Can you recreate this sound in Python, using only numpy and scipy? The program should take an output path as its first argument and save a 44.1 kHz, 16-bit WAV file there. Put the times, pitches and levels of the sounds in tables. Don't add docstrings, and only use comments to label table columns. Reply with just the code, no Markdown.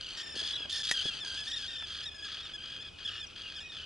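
import sys
import numpy as np
from scipy import signal
from scipy.fft import rfft, irfft
from scipy.io import wavfile
from scipy.ndimage import map_coordinates

SR = 44100
rng = np.random.default_rng(int(sys.argv[2]) if len(sys.argv) > 2 else 0)


def int16_out(signal):
    q = np.round(np.clip(np.atleast_2d(signal).T, -1, 1) * 32767)
    wavfile.write(sys.argv[1], SR, q.astype(np.int16))


N = 169785

# frequency_hz, relative_density_db
RUMBLE_SPECTRUM = [(15, -35), (25, 0), (54, -3.5), (79, 1), (167, -9), (375, -11), (432, -13), (684, -16),
                   (954, -21), (1100, -22), (1430, -44), (2420, -120)]
# time_s, level_db
RUSTLE_LEVEL = [(0, -62), (.45, -51.5), (.9, -60), (1.3, -54.5), (1.9, -65), (3.85, -68)]
# frequency_hz, relative_density_db
RUSTLE_SPECTRUM = [(100, -12), (250, -7), (500, -9.5), (1000, -9.5), (4000, -10.5), (11000, -36)]
# frequency_hz, relative_density_db
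COLONY_SPECTRUM = [(530, -44), (900, -26.5), (1280, -8.5), (1830, -23), (2490, -4.5), (2880, -11.5),
                   (3370, -4), (4150, -18), (5070, -13.5), (6250, -22), (11000, -32.5), (14300, -70),
                   (22000, -120)]
# time_s, level_db
FLOCK_LEVEL = [(.2, -56), (.5, -50), (1.4, -51), (2.2, -57.5), (3.85, -57.5)]
# start_s, length_s, pitch_hz, level_db, tilt_db_per_octave
RASPS = [(0, 0.22, 1563, -43.5, 1), (.17, 0.064, 1615, -43.5, -0.5), (0.349, 0.081, 1597, -39, 4),
         (0.424, 0.11, 1700, -38.5, 2.5), (.69, 0.14, 1720, -38, 4.5), (0.826, .11, 1685, -35.5, 3),
         (0.941, .165, 1619, -39, 1.5), (1.102, 0.11, 1596, -43.5, 1), (1.24, 0.18, 1622, -42, 3),
         (1.429, 0.1, 1648, -43.5, 4), (1.555, .13, 1650, -42.5, 2), (1.859, 0.19, 1657, -42.5, -1),
         (2.238, .19, 1666, -43, -3), (2.424, 0.11, 1590, -48.5, -4), (2.615, 0.179, 1620, -47.5, -4.5),
         (2.796, 0.099, 1653, -51.5, -5), (2.977, 0.078, 1644, -48, -4), (3.051, 0.16, 1631, -45.5, -5),
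         (3.294, 0.03, 1710, -53.5, -2), (3.351, 0.09, 1649, -45.5, -2), (3.432, 0.13, 1582, -47.5, -2.5),
         (3.712, 0.14, 1651, -47.5, -2.5)]
RASP_HARMONICS_DB = [-14, 2.5, -6, -15.5, -21, -24.5]
# frequency_hz, relative_density_db
THROAT_SPECTRUM = [(530, -60), (900, -37), (1110, -24.5), (1280, -7.5), (1440, -12), (1740, -7.5),
                   (2100, -16), (3200, -1.5), (3740, -5), (4710, -1), (5450, -27.5), (5990, -9),
                   (7540, -34.5), (8920, -25), (11000, -53), (14300, -68), (22000, -120)]
# time_s, level_db
WHISTLE_LEVEL = [(2., -64), (2.1, -61.5), (2.5, -63), (2.85, -57), (3.1, -65), (3.24, -56.5), (3.3, -65.5),
                 (3.56, -56.5), (3.58, -59), (3.62, -58), (3.66, -45), (3.685, -54), (3.74, -61)]
# start_s, length_s, start_pitch_hz, middle_pitch_hz, end_pitch_hz, level_db,
# extra_db (all harmonics but the second), flutter_hz (none unless positive)
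CRIES = [(0.165, 0.22, 1855, 1795, 1762, -50, 11.5, 32.5), (0.381, 0.037, 1722, 1680, 1606, -38, 2, 0),
         (.435, 0.23, 1695, 1695, 1620, -38.5, -4.5, 44), (0.531, 0.043, 1790, 1986, 1820, -38.5, -6, 48),
         (0.716, .11, 1778, 1785, 1717, -39.5, 3.5, 36), (0.883, 0.044, 1810, 1936, 1750, -41, 1, 0),
         (0.935, 0.088, 1650, 1584, 1498, -34.5, -3.5, 40.5), (1.038, .065, 1620, 1700, 1574, -36, -1.5, 0),
         (1.09, 0.056, 1436, 1373, 1350, -46, 1.5, 45.5), (1.2, 0.044, 1780, 1750, 1600, -39, -2, 0),
         (1.244, 0.14, 1640, 1582, 1650, -44.5, 6, 40.5), (1.374, 0.068, 1674, 1705, 1630, -43.5, 5, 0),
         (1.464, 0.12, 1740, 1883, 1794, -39.5, 1.5, 32), (1.515, 0.035, 1660, 1740, 1680, -38.5, -2, 0),
         (1.563, .1, 1804, 1662, 1565, -45.5, 5.5, 48), (1.677, .185, 1853, 1800, 1715, -41, -1, 39),
         (1.687, 0.09, 1600, 1567, 1510, -47.5, 3.5, 38.5), (1.879, .06, 1722, 1625, 1573, -44, -0.5, -0.5),
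         (2.027, 0.044, 1757, 1740, 1630, -44.5, 1.5, 0), (2.054, 0.044, 1916, 1846, 1710, -42.5, 0, 0),
         (2.111, 0.029, 1673, 1715, 1630, -47.5, -0.5, 0), (2.141, 0.036, 1624, 1740, 1550, -53.5, 11.5, 0),
         (2.178, 0.046, 1670, 1652, 1590, -51, 7.5, 0), (2.221, 0.057, 1677, 1668, 1580, -45.5, 6, 0),
         (2.386, 0.045, 1660, 1703, 1620, -47.5, -8, -0.5),
         (2.426, 0.051, 1820, 1830, 1625, -46.5, -1, -4.5), (2.533, 0.035, 1628, 1693, 1600, -40.5, 0, 0),
         (2.577, 0.23, 1545, 1650, 1577, -47, 0, 43.5), (2.801, 0.033, 1685, 1715, 1675, -44, -3, 0),
         (2.842, .053, 1645, 1687, 1550, -48.5, -2, -4), (3.046, 0.054, 1648, 1685, 1550, -36, -5, 40),
         (3.1, .095, 1530, 1440, 1430, -45, -8, 40), (3.038, 0.16, 1758, 1822, 1757, -51, 5.5, 31.5),
         (3.192, 0.068, 1800, 1740, 1530, -43, 1, 31), (3.433, 0.06, 1420, 1430, 1380, -43, -12, 48),
         (3.551, 0.049, 1687, 1600, 1450, -45.5, 1, 0), (3.559, 0.043, 1820, 1720, 1580, -44, -1, 0),
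         (3.6, .035, 1604, 1758, 1580, -48.5, 5.5, 0), (3.598, 0.12, 1870, 1897, 1853, -54, 3, 35),
         (3.694, 0.088, 1840, 1785, 1684, -46.5, -4, 39.5),
         (3.769, 0.089, 1560, 1507, 1430, -45.5, -5, 40.5)]
CRY_HARMONICS_DB = [-13, -0.5, -10, -22, -28.5, -35]
# start_s, level_db, centre_hz
KNOCKS = [(0.343, -44.5, 300), (0.362, -44, 280), (.418, -47.5, 450), (.604, -45.5, 453),
          (.654, -44.5, 450), (1.055, -37.5, 290), (1.823, -41, 1920)]
# frequency_hz, relative_density_db
TICK_SPECTRUM = [(2000, -12), (5000, -3), (9000, 0)]
# frequency_hz, relative_level_db, t60_s
SNAP_MODES = [(910, -40, .03), (1380, -33, 0.015), (1800, -5.5, 0.07), (1904, -2.5, 0.05),
              (3270, -8.5, 0.028), (3280, -13, .012), (4030, -25, .022), (5574, -27, .012),
              (6130, -22, .01)]
# frequency_hz, relative_density_db
CRACK_SPECTRUM = [(500, -15), (1200, -8.5), (3400, -1), (6300, 0), (8000, -6.5), (11000, -10)]

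RUMBLE_DB, RUMBLE_SIDE_DB = -58.5, -3.5
HUM_HZ, HUM_DB, COLONY_DB = 75.3, -69, -57.5
FLOCK_CALLS_PER_S, FLOCK_HZ, FLOCK_LENGTH_S, FLOCK_FLUTTER_HZ = 30, 1590, .08, 44
FLOCK_SPREAD, FLOCK_FALL = .14, .11
RASP_EDGE_S, RASP_SWELL_DB, RASP_AIR_DB = 0.009, 3, -2
RASP_JITTER, RASP_JITTER_PER_S = 0.04505, 840
RASP_WOBBLE, RASP_WOBBLE_PER_S = .03, 89.94
RASP_GRAIN_DB, RASP_GRAIN_PER_S = 2.5, 400.2
RASP_BEAT_HZ, RASP_BEAT_DB = 49.7, 2
WHISTLE_HZ, WHISTLE_JITTER = 2502, 0.00412
ECHO_DB, ECHO_DECAY_S = -16, .09
CRY_EDGE_S, CRY_JITTER, CRY_SHIMMER_DB = 0.0053, 0.0071, 2.5
FLUTTER_SAG, FLUTTER_DIP_DB, FLUTTER_SHARP = 0.12, -6.5, 7
KNOCK_EDGE_S, KNOCK_DECAY_S = 0.00041, 0.0063
TICK_S, TICK_DB, TICK_DECAY_S = .853, -38, 0.0022
SNAP_S, SNAP_DB, REBOUND_S, REBOUND_DB = .9132, -20.5, .0075, -10.5
CRACK_DB, CRACK_RISE_S, CRACK_DECAY_S = -22, 0.0016, 0.00077
SNAP_TAIL_DB, SNAP_TAIL_DECAY_S = -31.5, 0.018
CHIP_S, CHIP_LENGTH_S, CHIP_FROM_HZ, CHIP_TO_HZ, CHIP_DB = 3.264, .016, 6000, 5380, -48
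PAN_DB, PAN_SPREAD_DB, LEFT_LAG_S, LAG_SPREAD_S = 1.1, 0.75, .000019, .000004
TOP_HZ = 11150


def undb(db):
    return 10 ** (np.asarray(db) / 20)


def unit(x):
    return x / np.sqrt(np.mean(x ** 2) + 1e-20)


def level_curve(points, t):
    times, levels = np.array(points).T
    return np.interp(t, times, levels)


def noise(spectrum, size, tilt_db=0):
    hz, db = np.array(spectrum, float).T
    octave = np.log2(np.fft.rfftfreq(size, 1 / SR) + 1)
    gain = undb(np.interp(octave, np.log2(hz), db) + tilt_db * octave)
    gain = gain * np.minimum(2 ** octave / hz[0], 1) ** 2
    return unit(irfft(rfft(rng.standard_normal(size)) * gain, size))


def wander(rate, t):
    return map_coordinates(rng.standard_normal(2048), [t * rate], order=3, mode="wrap")


def add(out, x, start):
    i = max(int(start * SR), 0)
    part = x[..., :max(N - i, 0)]
    out[..., i:i + part.shape[-1]] += part


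def place(x):
    a, b = rng.standard_normal(2)
    pan_db = PAN_DB + PAN_SPREAD_DB * a
    lag = LEFT_LAG_S + LAG_SPREAD_S * b
    delay = np.exp(-2j * np.pi * np.fft.rfftfreq(len(x), 1 / SR) * lag)
    late = irfft(rfft(x) * delay, len(x))
    return np.array([late * undb(pan_db / 2), x * undb(-pan_db / 2)])


def edges(t, edge):
    nearest_end = np.minimum(t, t[-1] - t)
    return np.sin(np.pi / 2 * np.clip(nearest_end / edge, 0, 1)) ** 2


def syrinx(hz, harmonics_db):
    phase = 2 * np.pi * np.cumsum(hz) / SR
    return np.sqrt(2) * sum(undb(db) * np.sin((k + 1) * phase) for k, db in enumerate(harmonics_db))


def flutter(hz, t):
    return (hz > 0) * (1 + np.tanh(FLUTTER_SHARP * (np.cos(2 * np.pi * hz * t) - .66))) / 2


def lakeside(t):
    side = noise(RUMBLE_SPECTRUM, N, tilt_db=6.0) * np.array([[1], [-1]])
    rumble = noise(RUMBLE_SPECTRUM, N) + undb(RUMBLE_SIDE_DB) * side
    hum = syrinx(HUM_HZ * (1 + 0.019 * wander(12, t)), [HUM_DB + 3 * wander(4.86, t)])
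    cloth = np.array([noise(RUSTLE_SPECTRUM, N) for _ in range(2)])
    rustle = cloth * undb(level_curve(RUSTLE_LEVEL, t) + 2.8 * wander(39.94, t))
    colony = place(noise(COLONY_SPECTRUM, N) * undb(COLONY_DB + 1.2 * wander(16, t)))
    return undb(RUMBLE_DB) * rumble + hum + rustle + colony


def flock(t):
    out = np.zeros((2, N))
    for slot in range(int(N / SR * FLOCK_CALLS_PER_S)):
        pitch, pace, span, delay = rng.uniform(-1, 1, 4)
        age = np.arange(int(FLOCK_LENGTH_S * (1 + span / 2) * SR)) / SR
        low = flutter(FLOCK_FLUTTER_HZ * (1 + FLOCK_SPREAD * pace), age)
        fall = FLOCK_FALL * (age / age[-1]) ** 2
        hz = FLOCK_HZ * (1 + FLOCK_SPREAD * pitch - fall - FLUTTER_SAG * low)
        call = syrinx(hz, CRY_HARMONICS_DB) * edges(age, RASP_EDGE_S) * undb(FLUTTER_DIP_DB * low)
        add(out, place(call), (slot + delay) / FLOCK_CALLS_PER_S)
    return unit(out) * undb(level_curve(FLOCK_LEVEL, t))


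def rasps():
    out = np.zeros((2, N))
    octaves = np.log2(1 + np.arange(len(RASP_HARMONICS_DB)))
    for start, length, pitch, db, tilt_db in RASPS:
        t = np.arange(int(length * SR)) / SR
        colour = np.array(RASP_HARMONICS_DB) + tilt_db * octaves
        jitter = RASP_JITTER * wander(RASP_JITTER_PER_S, t)
        wobble = RASP_WOBBLE * wander(RASP_WOBBLE_PER_S, t)
        hz = pitch * (1 + jitter + wobble)
        voice = unit(syrinx(hz, [h + 3 * wander(199.7, t) for h in colour]))
        voice = voice + undb(RASP_AIR_DB) * noise(THROAT_SPECTRUM, len(t), tilt_db)
        beat = np.cos(2 * np.pi * RASP_BEAT_HZ * t + wander(22.6, t))
        grain_db = RASP_GRAIN_DB * wander(RASP_GRAIN_PER_S, t)
        voice = unit(voice * undb(grain_db - RASP_BEAT_DB * beat))
        swell_db = RASP_SWELL_DB * (np.sin(np.pi * t / length) - 2 / np.pi)
        add(out, place(voice * edges(t, RASP_EDGE_S) * undb(db + swell_db)), start)
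    return out


def whistle(t):
    hz = WHISTLE_HZ * (1 + WHISTLE_JITTER * wander(120, t))
    return place(syrinx(hz, [level_curve(WHISTLE_LEVEL, t) + 2 * wander(29.78, t)]))


def shore(x):
    t = np.arange(SR // 2) / SR
    tail = rng.standard_normal((2, len(t))) * np.exp(-t / ECHO_DECAY_S)
    tail = tail / np.sqrt(np.sum(tail ** 2, axis=1, keepdims=True))
    return undb(ECHO_DB) * signal.fftconvolve(x, tail, axes=1)[:, :N]


def cries():
    out = np.zeros((2, N))
    not_second = np.arange(len(CRY_HARMONICS_DB)) != 1
    for start, length, first, middle, last, db, extra_db, flutter_hz in CRIES:
        t = np.arange(int(length * SR)) / SR
        arch = np.polyval(np.polyfit([0, .5, 1], [first, middle, last], 2), t / length)
        notch = flutter(flutter_hz, t)
        hz = arch * (1 - FLUTTER_SAG * notch + CRY_JITTER * wander(342.7, t))
        colour = np.array(CRY_HARMONICS_DB) + extra_db * not_second
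        voice = syrinx(hz, [h + CRY_SHIMMER_DB * wander(128.7, t) for h in colour])
        add(out, place(voice * edges(t, CRY_EDGE_S) * undb(db + FLUTTER_DIP_DB * notch)), start)
    return out


def knocks():
    out, t = np.zeros((2, N)), np.arange(4096) / SR
    for start, db, hz in KNOCKS:
        spectrum = [(hz / 4, -10), (hz, 0), (hz * 2, -9), (hz * 8, -36), (hz * 20, -60)]
        envelope = edges(t, KNOCK_EDGE_S) * np.exp(-t / KNOCK_DECAY_S)
        add(out, place(noise(spectrum, len(t)) * undb(db) * envelope), start)
    return out


def tick(t):
    decay = (t > TICK_S) * np.exp(-np.abs(t - TICK_S) / TICK_DECAY_S)
    return place(noise(TICK_SPECTRUM, N) * undb(TICK_DB) * decay)


def ring(age):
    age = np.clip(age, 0, 1)
    return sum(undb(db) * np.sin(2 * np.pi * hz * age) * np.exp(-np.log(1000) * age / t60)
               for hz, db, t60 in SNAP_MODES)


def snap(t):
    age = t - SNAP_S
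    body = undb(SNAP_DB) * (ring(age) + undb(REBOUND_DB) * ring(age - REBOUND_S))
    crack = undb(CRACK_DB) * np.exp(-np.abs(age) / np.where(age < 0, CRACK_RISE_S, CRACK_DECAY_S))
    tail = undb(SNAP_TAIL_DB) * (age > 0) * np.exp(-np.abs(age) / SNAP_TAIL_DECAY_S)
    return place(body + (crack + tail) * noise(CRACK_SPECTRUM, len(t)))


def chip():
    out, t = np.zeros((2, N)), np.arange(int(CHIP_LENGTH_S * SR)) / SR
    hz = np.linspace(CHIP_FROM_HZ, CHIP_TO_HZ, len(t)) * (1 + .02 * wander(600, t))
    add(out, place(syrinx(hz, [CHIP_DB]) * edges(t, .006)), CHIP_S)
    return out


def scene():
    t = np.arange(N) / SR
    birds = flock(t) + rasps() + whistle(t) + cries() + chip()
    return lakeside(t) + birds + shore(birds) + knocks() + tick(t) + snap(t)


def record(dry):
    low_pass = signal.ellip(10, .2, 80, TOP_HZ, fs=SR, output="sos")
    return signal.sosfilt(low_pass, dry)


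dry = scene()
out = record(dry)
int16_out(out)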